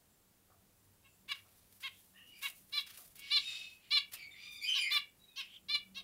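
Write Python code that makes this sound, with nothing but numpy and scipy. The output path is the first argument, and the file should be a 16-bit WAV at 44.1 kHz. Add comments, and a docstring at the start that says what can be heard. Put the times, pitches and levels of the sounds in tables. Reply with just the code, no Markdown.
"""Short nasal calls of zebra finches, close by; further off in the aviary, longer and echoing cries.
Feathers rustle, claws tick and feet bump the perch over hiss, low rumble and two faint hums.
Voices are syrinx harmonics plus pulsed air, coloured by a throat; cries add flutter and tremble.
Rustles, ticks, bumps and air are shaped noise; far peeps are gliding sines. Decaying noise echoes it."""
import sys
import numpy as np
from scipy import signal
from scipy.fft import rfft, irfft, next_fast_len
from scipy.io import wavfile

SR = 44100
rng = np.random.default_rng(int(sys.argv[2]) if len(sys.argv) > 2 else 0)


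def wav_record(signal):
    """Record a signal, one row per channel, as 16-bit PCM in the file named by sys.argv[1]."""
    frames = np.transpose(np.atleast_2d(signal))
    bounded = np.clip(frames, -1, 1)
    # unit amplitude maps onto the largest positive 16-bit level
    quanta = np.round(bounded * 32767).astype(np.int16)
    wavfile.write(sys.argv[1], SR, quanta)


N = 266275

BAND_EDGE_HZ = 15780
AIR_LEVEL_DB = -69.5
SOFT_RASP_DB, LOUD_RASP_DB, THIN_RASP_DB = -18, -22, -17  # air against membrane tone
CRY_RISE_DB, CRY_FADE_DB = 16.5, 26.5  # how far below its fullest a cry starts and ends
PUSH_HALF_WIDTH_S = 0.0095

# Spectrum of the steady air. Each row: frequency in Hz, relative density in dB per Hz.
AIR_SPECTRUM = [(15, -25), (25, -1.5), (193, -4), (313, -7), (567, -10.5), (722, -12), (1110, -14),
                (1240, -15), (2560, -18), (3000, -17.5), (5880, -19), (7500, -17.5), (15500, -15.5)]
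# Low rumble against its usual strength. Each row: time in seconds, level in dB before the waver.
RUMBLE_LEVELS = [(0, -1), (.8, 1), (2, 0), (3.1, 2), (4.1, 3), (5, -0.5), (5.9, 2)]
# Two low hums. Each row: centre in Hz, width in Hz.
HUM_BANDS = [(97, 19), (190, 7.2)]
# Waver of the hums, ahead of their common gain.
# Each row: time in seconds, level of the lower in dB, level of the upper in dB.
HUM_LEVELS = [(0.0, -94, -80), (0.59, -74.5, -85), (0.64, -95, -65), (0.82, -72, -86), (1.28, -86, -80),
              (1.38, -72, -78.5), (2.62, -86.5, -82), (2.84, -80, -83), (5.23, -87, -79.5),
              (5.33, -88.5, -83.5), (5.92, -79.5, -66), (6.04, -94, -75)]
# Echo decay. Each row: frequency in Hz, t60 in seconds.
ROOM_DECAY = [(300, 0.13), (1200, 0.19), (2500, 0.28), (4000, 0.16), (7000, .2), (15000, .14)]

# Spectrum of feather hiss, also used for the ticks. Each row: frequency in Hz, relative gain in dB.
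FEATHER_SPECTRUM = [(200, -28), (700, -21.5), (1200, -6.5), (2500, -2), (5000, -0.5), (7500, -3),
                    (10000, 3.5), (12000, 0.5), (14500, 5), (16000, -5)]
# Feather rustles. Each row: start, fullest moment and end in seconds, level at the fullest in dB,
# body in dB added below the treble.
RUSTLES = [ (1.279, 1.29, 1.413, -54, 20), (1.411, 1.52, 1.73, -68.5, 2.5), (1.799, 1.807, 1.91, -57.5, 3),
           (2.409, 2.436, 2.495, -44.5, 7), (2.488, 2.513, 2.75, -63.5, -9), (2.711, 2.772, 2.84, -51.5, 7),
           (2.862, 2.868, 3.02, -55, 11.5), (2.939, 3.002, 3.14, -56, -3.5), (3.149, 3.165, 3.23, -57.5, 3),
           (4.116, 4.136, 4.165, -45, 6.5), (4.901, 4.947, 5.0, -44, 9)]
# Claw ticks. Each row: time in seconds, level at onset in dB.
CLAW_TICKS = [(1.725, -59), (2.39, -57.5), (2.484, -45), (2.499, -46), (2.696, -61), (2.905, -54),
              (2.944, -56), (2.974, -47.5), (3.156, -53), (3.193, -46), (4.137, -40)]
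# Feet bumping the perch. Each row: time in seconds, level in dB.
FOOT_KNOCKS = [(.5, -67), (1.45, -71), (2.491, -70), (2.98, -64.5), (3.515, -67.5), (4.132, -66),
               (5.97, -66)]
# Perch resonances. Each row: centre in Hz, width in Hz, level against the knock in dB, t60 in seconds.
PERCH_MODES = [(550, 270, -7, 0.26), (700, 130, -9.5, 0.82), (1224, 330, -2.5, 0.27)]

# Throat and beak of each voice. Each row: frequency in Hz, relative gain in dB.
CRY_THROAT = [(600, -68), (1200, -21.5), (1800, -12), (2300, 1), (3000, 1), (3800, -1.5), (4800, -4.5),
              (5500, -10.5), (6200, -19.5), (7300, -20), (8500, -27), (10000, -23), (12000, -32),
              (16000, -39.5)]
SOFT_THROAT = [(554, -32.5), (1108, -5.5), (1662, -9.5), (2215, -1.5), (2769, -2), (3323, -5.5), (3877, -6),
               (4431, -20.5), (4985, -22), (5538, -39), (6369, -29), (7477, -46), (9415, -38), (12461, -43)]
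LOUD_THROAT = [(594, -55), (1187, -16), (1781, -21), (2375, -4.5), (2968, -7.5), (3562, -0.1), (4155, 1),
               (4749, -13), (5343, -14), (5936, -33.5), (6827, -33), (8014, -40), (10092, -31.5),
               (13357, -45)]
THIN_THROAT = [(553, -52), (1106, -15.5), (1659, -15), (2212, -13.5), (2765, 0), (3318, -3.5), (3870, -1.5),
               (4423, -4), (4976, -20), (5529, -9.5), (6359, -24), (7464, -37), (9400, -28.5),
               (12441, -33.8)]

# Far cries, levels ahead of the far mix gain. Each row: start, fullest moment and end in seconds,
# pitch at these three moments in Hz, level at the fullest in dB, brightness in dB per octave,
# rasp in dB against the tone, rms pitch flutter as a share.
FAR_CRIES = [ (1.028, 1.06, 1.085, 2584, 2680, 2650, -65, -10, -15, .025),
             (1.87, 1.91, 2.05, 3110, 3310, 4100, -66.5, 2, -11, 0.073),
             (2.135, 2.165, 2.23, 1720, 1835, 1950, -60, -32, -13, 0.031),
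             (2.141, 2.19, 2.29, 2580, 2840, 2820, -60.5, -13, -16, 0.045),
             (2.24, 2.29, 2.45, 2850, 2885, 2820, -61, -5, -11, 0.027),
             (2.311, 2.357, 2.44, 2380, 2390, 2380, -59.5, -3, -11, .03),
             (3.16, 3.25, 3.42, 553, 559.6, 524, -51, -3.5, -2, 0.015),
             (3.2, 3.49, 3.78, 1426, 1472, 1444, -48, 9.5, 6.5, 0.026),
             (3.41, 3.48, 3.8, 2556, 2590, 2547, -45.5, -13, -16, 0.0071),
             (3.37, 3.51, 3.73, 3790, 3716, 3620, -45.5, -5, -16, 0.013),
             (3.78, 3.86, 4.0, 600, 605, 597, -63.5, -4, 13, 0.036),
             (4.119, 4.145, 4.24, 2900, 2630, 2310, -50.5, -2.5, -4, 0.032),
             (4.16, 4.225, 4.285, 2450, 2267, 2230, -49.5, -4.5, -12, 0.019),
             (4.308, 4.317, 4.34, 3600, 3580, 3580, -54, 0, -13, 0.018),
             (4.29, 4.345, 4.42, 2200, 2170, 2210, -58, -13, -9.5, 0.041),
             (4.35, 4.425, 4.53, 1150, 1174, 1205, -51.5, 0, -2.5, 0.0165),
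             (4.39, 4.47, 4.6, 1170, 1204, 1250, -51, 0.5, -23, 0.0097),
             (4.48, 4.57, 4.68, 1215, 1180, 990, -50, 1, -26, 0.018),
             (4.82, 4.86, 4.96, 2260, 2103, 1850, -40, -26.5, -27, .022),
             (5.19, 5.249, 5.37, 3824, 3888, 3300, -59, -10, -21, 0.005),
             (5.26, 5.325, 5.39, 2450, 2530, 2520, -68.5, -14, -30, .007),
             (5.379, 5.412, 5.47, 2860, 2753, 2860, -49.5, -1.5, 1, 0.064),
             (5.42, 5.51, 5.59, 2750, 3080, 3060, -59.5, -4, -6, .08)]
# A soft, dry rasp from a bird on the perch. Columns as for the far cries; level is final.
NEAR_RASP = [(5.48, 5.575, 5.595, 2910, 3230, 3400, -57, -6, -12.5, .06)]
# Loud far cry: two notes at once, one from each side of the syrinx.
# Each row: time in seconds, pitch in Hz, level in dB ahead of the note and mix gains.
LOW_NOTE = [(4.605, 2157, -49.5), (4.641, 2424, -36), (4.673, 2505, -45), (4.735, 2563, -46),
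            (4.745, 2667, -53), (4.779, 2457, -37.5), (4.849, 2360, -37), (4.885, 2464, -45),
            (4.91, 2430, -54)]
HIGH_NOTE = [(4.645, 3040, -60), (4.653, 3060, -49), (4.687, 3066, -34.5), (4.797, 3025, -37),
             (4.89, 2930, -66)]
# Short calls. Each row: voice, start and end in seconds, top pitch in Hz, rise to the top in Hz,
# fall from it in Hz, level in dB ahead of bow, edges and push, moment of the hardest push in seconds,
# push in dB, brightness in dB per octave.
SHORT_CALLS = [ ("soft", 1.03, 1.08, 544, 47.5, 15, -70, 1.07, 5.2, -0.99),
               ("soft", 1.278, 1.336, 580, 94, 66, -44, 1.321, 12.1, 4.7),
               ("soft", 1.823, 1.885, 543.6, 131, 68, -41, 1.86, 1.3, 3.7),
               ("soft", 2.416, 2.481, 564, 83.4, 107, -41, 2.461, 6.2, 2.6),
               ("loud", 2.722, 2.803, 588, 69, 60.5, -38, 2.783, 7.2, -0.72),
               ("loud", 3.303, 3.389, 595, 90, 59, -31, 3.368, 4, 1.3),
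               ("loud", 3.904, 3.991, 591, 63, 48, -30.5, 3.973, 3.7, .6),
               ("thin", 4.738, 4.796, 559, 154, 69, -36.5, 4.78, 4.2, 0.35),
               ("loud", 4.903, 4.983, 597, 83, 57, -32.5, 4.967, 4.4, -2.7),
               ("thin", 5.357, 5.42, 548, 111, 53.5, -42, 5.407, 3.5, 0.52),
               ("loud", 5.683, 5.767, 594, 56, 44.4, -36, 5.751, 7.5, 0.95),
               ("thin", 5.944, 6.008, 549, 107, 21, -46.5, 5.978, 4, 1.7)]


def amp(db):
    """Decibels to gain."""
    return 10 ** (np.asarray(db) / 20)


def unit(x):
    """Scales to rms 1."""
    return x / np.sqrt(np.mean(x ** 2) + 1e-20)


def read(points, hz):
    """Interpolates a table on a log-frequency axis."""
    f, value = np.transpose(points)
    return np.interp(np.log(hz + 1), np.log(f + 1), value)


def add(mix, start_s, sound):
    """Mixes a sound in at its start time."""
    part = mix[round(start_s * SR):][:len(sound)]
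    part += sound[:len(part)]


def noise(size, gain):
    """Noise of rms 1 whose spectrum is the function gain(hz)."""
    length = next_fast_len(size + 4096)
    white = rfft(rng.standard_normal(length))
    shaped = irfft(white * gain(np.fft.rfftfreq(length, 1 / SR)), length)
    return unit(shaped[:size])


def wobble(size, rate_hz):
    """Random drift of rms 1, mostly slower than rate_hz."""
    return noise(size, lambda f: 1 / (1 + (f / rate_hz) ** 4))


def resonance(size, centre_hz, width_hz):
    """Noise of rms 1 in one resonant band."""
    return noise(size, lambda f: 1 / (1 + (2 * (f - centre_hz) / width_hz) ** 2))


def feather_hiss(size, body_db, body_hz=5500):
    """Feather noise of rms 1 with body_db added below body_hz."""
    return noise(size, lambda f: amp(read(FEATHER_SPECTRUM, f) + body_db / (1 + (f / body_hz) ** 4)))


def swell(t, start, fullest, end):
    """Two ramps: 1 to 0 on the way to the fullest moment, 0 to 1 after it."""
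    before = np.interp(t, [start, fullest], [1, 0])
    after = np.interp(t, [fullest, end], [0, 1])
    return before, after


def background(hum_gain_db=-2, rumble_waver_db=1.6):
    """Hiss over an uneven low rumble, with two narrow-band hums that come and go."""
    t = np.arange(N) / SR
    air = amp(AIR_LEVEL_DB) * noise(N, lambda f: amp(read(AIR_SPECTRUM, f)))
    low = signal.sosfiltfilt(signal.butter(2, 400, fs=SR, output="sos"), air)
    rumble_db = np.interp(t, *np.transpose(RUMBLE_LEVELS)) + rumble_waver_db * wobble(N, 6.4)
    out = air + low * (amp(rumble_db) - 1)
    times_s, *levels = np.transpose(HUM_LEVELS)
    for (centre_hz, width_hz), db in zip(HUM_BANDS, levels):
        out += amp(hum_gain_db + np.interp(t, times_s, db)) * resonance(N, centre_hz, width_hz)
    return out


def room(x, gap_s=0.0048):
    """Dense wall reflections: noise after a short gap, decaying at a t60 that depends on frequency."""
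    size = SR // 2
    hz, t, grid = signal.stft(rng.standard_normal(size), SR, nperseg=256)
    decay = amp(-60 * t / read(ROOM_DECAY, hz)[:, None])
    tail = signal.istft(grid * decay, SR, nperseg=256)[1][:size]
    tail = tail * np.clip(np.arange(size) / SR / gap_s - 1, 0, 1)
    return signal.fftconvolve(x, tail / np.linalg.norm(tail))[:N]


def twitter(floor_db, spread_db=1.0, count=80):
    """Very distant birds: thin, high peeps, each a short gliding sine under a half-sine swell."""
    out = np.zeros(N)
    for at, length, height, glide, loud in rng.random((count, 5)):
        u = np.linspace(0, 1, round((0.041 + 0.02 * length) * SR))
        pitch_hz = (7100 + 750 * height) * (1 + .05 * (glide - .5) * u)
        pitch_hz = pitch_hz * (1 + 0.005 * wobble(len(u), 130))
        note = np.sin(np.pi * u) * np.sin(2 * np.pi * np.cumsum(pitch_hz) / SR)
        add(out, at * N / SR, amp(floor_db + spread_db * loud) * note)
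    return out


def preening(level_db=-72, body_db=-4, flutter_db=4.0, start=0.27, fullest=2.2, end=8.6):
    """Faint, fitful feather hiss: grows to its fullest, then slowly sinks."""
    before, after = swell(np.arange(N) / SR, start, fullest, end)
    level = amp(level_db + flutter_db * wobble(N, 14)) * (1 - before - after)
    return level * feather_hiss(N, body_db)


def feathers(grain_db=1.4, flutter_db=2.0):
    """Feathers slide over each other in uneven bursts of hiss."""
    out = np.zeros(N)
    for start, fullest, end, level_db, body_db in RUSTLES:
        t = np.arange(start, end, 1 / SR)
        unevenness_db = grain_db * wobble(len(t), 300) + flutter_db * wobble(len(t), 50)
        grains = unit(feather_hiss(len(t), body_db) * amp(unevenness_db))
        envelope = np.interp(t, [start, fullest, end], [.1, 1, .1])
        add(out, start, amp(level_db) * envelope * grains)
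    return out


def claws(t60_s=0.051):
    """Dry ticks of claws on the perch: noise bursts with exponential decay."""
    out, t = np.zeros(N), np.arange(SR // 20) / SR
    for start, level_db in CLAW_TICKS:
        add(out, start, amp(level_db - 60 * t / t60_s) * feather_hiss(len(t), 0))
    return out


def knocks():
    """Dull bumps of feet, each ringing the perch's damped resonances."""
    out, t = np.zeros(N), np.arange(SR // 2) / SR
    for start, level_db in FOOT_KNOCKS:
        for centre_hz, width_hz, mode_db, t60_s in PERCH_MODES:
            decay = amp(level_db + mode_db - 60 * t / t60_s)
            add(out, start, decay * resonance(len(t), centre_hz, width_hz))
    return out


def syrinx(pitch_hz, throat, bright_db, rasp_db, beak=1, shimmer_db=2.5, smear=.05):
    """Membrane harmonics and air puffed once a cycle, coloured by the throat; beak shifts tone resonances."""
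    def colour(hz):
        return amp(read(throat, hz) + bright_db * np.log2(np.clip(hz, 1000, 7000) / 3000))

    size = len(pitch_hz)
    phase = 2 * np.pi * np.cumsum(pitch_hz) / SR
    k = np.arange(1, int(BAND_EDGE_HZ / pitch_hz.min()) + 1)[:, None]
    harmonic_hz = k * pitch_hz
    # the throat rings after each pulse: every harmonic lags by the phase that goes with its gain
    grid_hz = np.fft.fftfreq(4096, 1 / SR)
    ring = np.fft.fftshift(signal.hilbert(np.log(colour(abs(grid_hz)))).imag)
    lag = np.interp(harmonic_hz, np.fft.fftshift(grid_hz), ring)
    # the membranes close gradually, which spreads each pulse over its cycle
    lag = lag + 2 * np.pi * smear * k ** 2
    gains = colour(harmonic_hz / beak) * (harmonic_hz < SR / 2)
    # unsteady pulse shape: harmonics swell and fade on their own, the high ones most
    drift = np.array([wobble(size, 45) for _ in k])
    gains = gains * amp(shimmer_db * np.sqrt(harmonic_hz / 3000) * drift)
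    tone = (gains * np.cos(k * phase - lag)).sum(0)
    tone /= np.sqrt((gains ** 2).sum(0) / 2)
    air = unit(noise(size, colour) * (1 + 0.1 * np.cos(phase)))
    return (tone + amp(rasp_db) * air) / np.hypot(1, amp(rasp_db))


def cry(pitch_hz, level_db, bright_db, rasp_db, flutter, tremble_db=2.75):
    """A syrinx voice with a fast flutter in pitch and a tremble in level."""
    size = len(pitch_hz)
    level = amp(level_db + tremble_db * wobble(size, 90)) * signal.windows.tukey(size, .08)
    fluttered_hz = pitch_hz * (1 + flutter * wobble(size, 229))
    return level * syrinx(fluttered_hz, CRY_THROAT, bright_db, rasp_db)


def cries(rows, fade_shape=1.74):
    """Each cry glides to its main pitch as it swells, then drifts off as it fades."""
    out = np.zeros(N)
    for start, fullest, end, first_hz, main_hz, last_hz, level_db, bright_db, rasp_db, flutter in rows:
        before, after = swell(np.arange(start, end, 1 / SR), start, fullest, end)
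        pitch_hz = main_hz + (first_hz - main_hz) * before ** 2 + (last_hz - main_hz) * after ** 2
        effort_db = level_db - CRY_RISE_DB * before ** 2 - CRY_FADE_DB * after ** fade_shape
        add(out, start, cry(pitch_hz, effort_db, bright_db, rasp_db, flutter))
    return out


def loud_cry(note, gain_db, bright_db, rasp_db, flutter):
    """One side of the syrinx sounds one note, its pitch and level following the table."""
    out = np.zeros(N)
    times_s, points_hz, points_db = np.transpose(note)
    t = np.arange(times_s[0], times_s[-1], 1 / SR)
    pitch_hz = np.interp(t, times_s, points_hz)
    level_db = gain_db + np.interp(t, times_s, points_db)
    add(out, times_s[0], cry(pitch_hz, level_db, bright_db, rasp_db, flutter))
    return out


def short_calls(voice, throat, rasp_db, jitter, closing, bow_db, onset_db, end_db,
                attack_s=0.016, release_s=0.013):
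    """Pitch arches, one push swells the level, the beak closes; shakiest at the start and stop."""
    out = np.zeros(N)
    for who, start, end, top_hz, rise_hz, fall_hz, level_db, push_at, push_db, bright_db in SHORT_CALLS:
        if who != voice:
            continue
        t = np.arange(0, end - start, 1 / SR)
        arch = 2 * t / t[-1] - 1  # -1 at the start, 1 at the end
        pitch_hz = top_hz - rise_hz * np.maximum(-arch, 0) ** 2.5 - fall_hz * np.maximum(arch, 0) ** 2
        pitch_hz = pitch_hz * (1 + jitter * (1 + 2 * arch ** 2) * wobble(len(t), 180))
        attack_db = onset_db * np.maximum(1 - t / attack_s, 0)
        release_db = end_db * np.maximum(1 - t[::-1] / release_s, 0)
        push = push_db * np.exp(-((start + t - push_at) / PUSH_HALF_WIDTH_S) ** 2)
        effort_db = level_db + bow_db * arch ** 2 + attack_db + release_db + push
        sound = syrinx(pitch_hz, throat, bright_db, rasp_db, beak=1 - closing * arch)
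        add(out, start, amp(effort_db) * signal.windows.tukey(len(t), .1) * sound)
    return out


def scene():
    """Near birds mostly direct sound; far cries at equal direct and echo gain; peeps only as echo."""
    peeps = twitter(floor_db=-81.5)
    moves = preening() + feathers() + claws() + knocks()
    far = cries(FAR_CRIES)
    far += loud_cry(LOW_NOTE, gain_db=0.9, bright_db=2.0, rasp_db=-19.5, flutter=0.022)
    far += loud_cry(HIGH_NOTE, gain_db=2.0, bright_db=-5, rasp_db=-20.5, flutter=0.024)
    far *= amp(-5.5)
    soft = short_calls("soft", SOFT_THROAT, SOFT_RASP_DB, jitter=0.0085, closing=0.016,
                       bow_db=-8.5, onset_db=-11.5, end_db=4.5)
    loud = short_calls("loud", LOUD_THROAT, LOUD_RASP_DB, jitter=0.0056, closing=0.028,
                       bow_db=0, onset_db=-15, end_db=0)
    thin = short_calls("thin", THIN_THROAT, THIN_RASP_DB, jitter=0.0094, closing=0.091,
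                       bow_db=-12, onset_db=-5, end_db=10)
    direct = soft + loud + thin + moves + cries(NEAR_RASP) + far
    near_send = amp(-13.5) * soft + amp(-9.0) * loud + amp(-10) * thin + amp(-13.0) * moves
    echo = room(near_send + far + peeps)
    return (background() + echo + direct)[None]


def record(dry):
    """The recorder's band limit: a linear-phase low-pass."""
    lowpass = signal.firwin(601, BAND_EDGE_HZ, window=("kaiser", 9), fs=SR)
    return signal.oaconvolve(dry, lowpass[None], "same")


dry = scene()
out = record(dry)
wav_record(out)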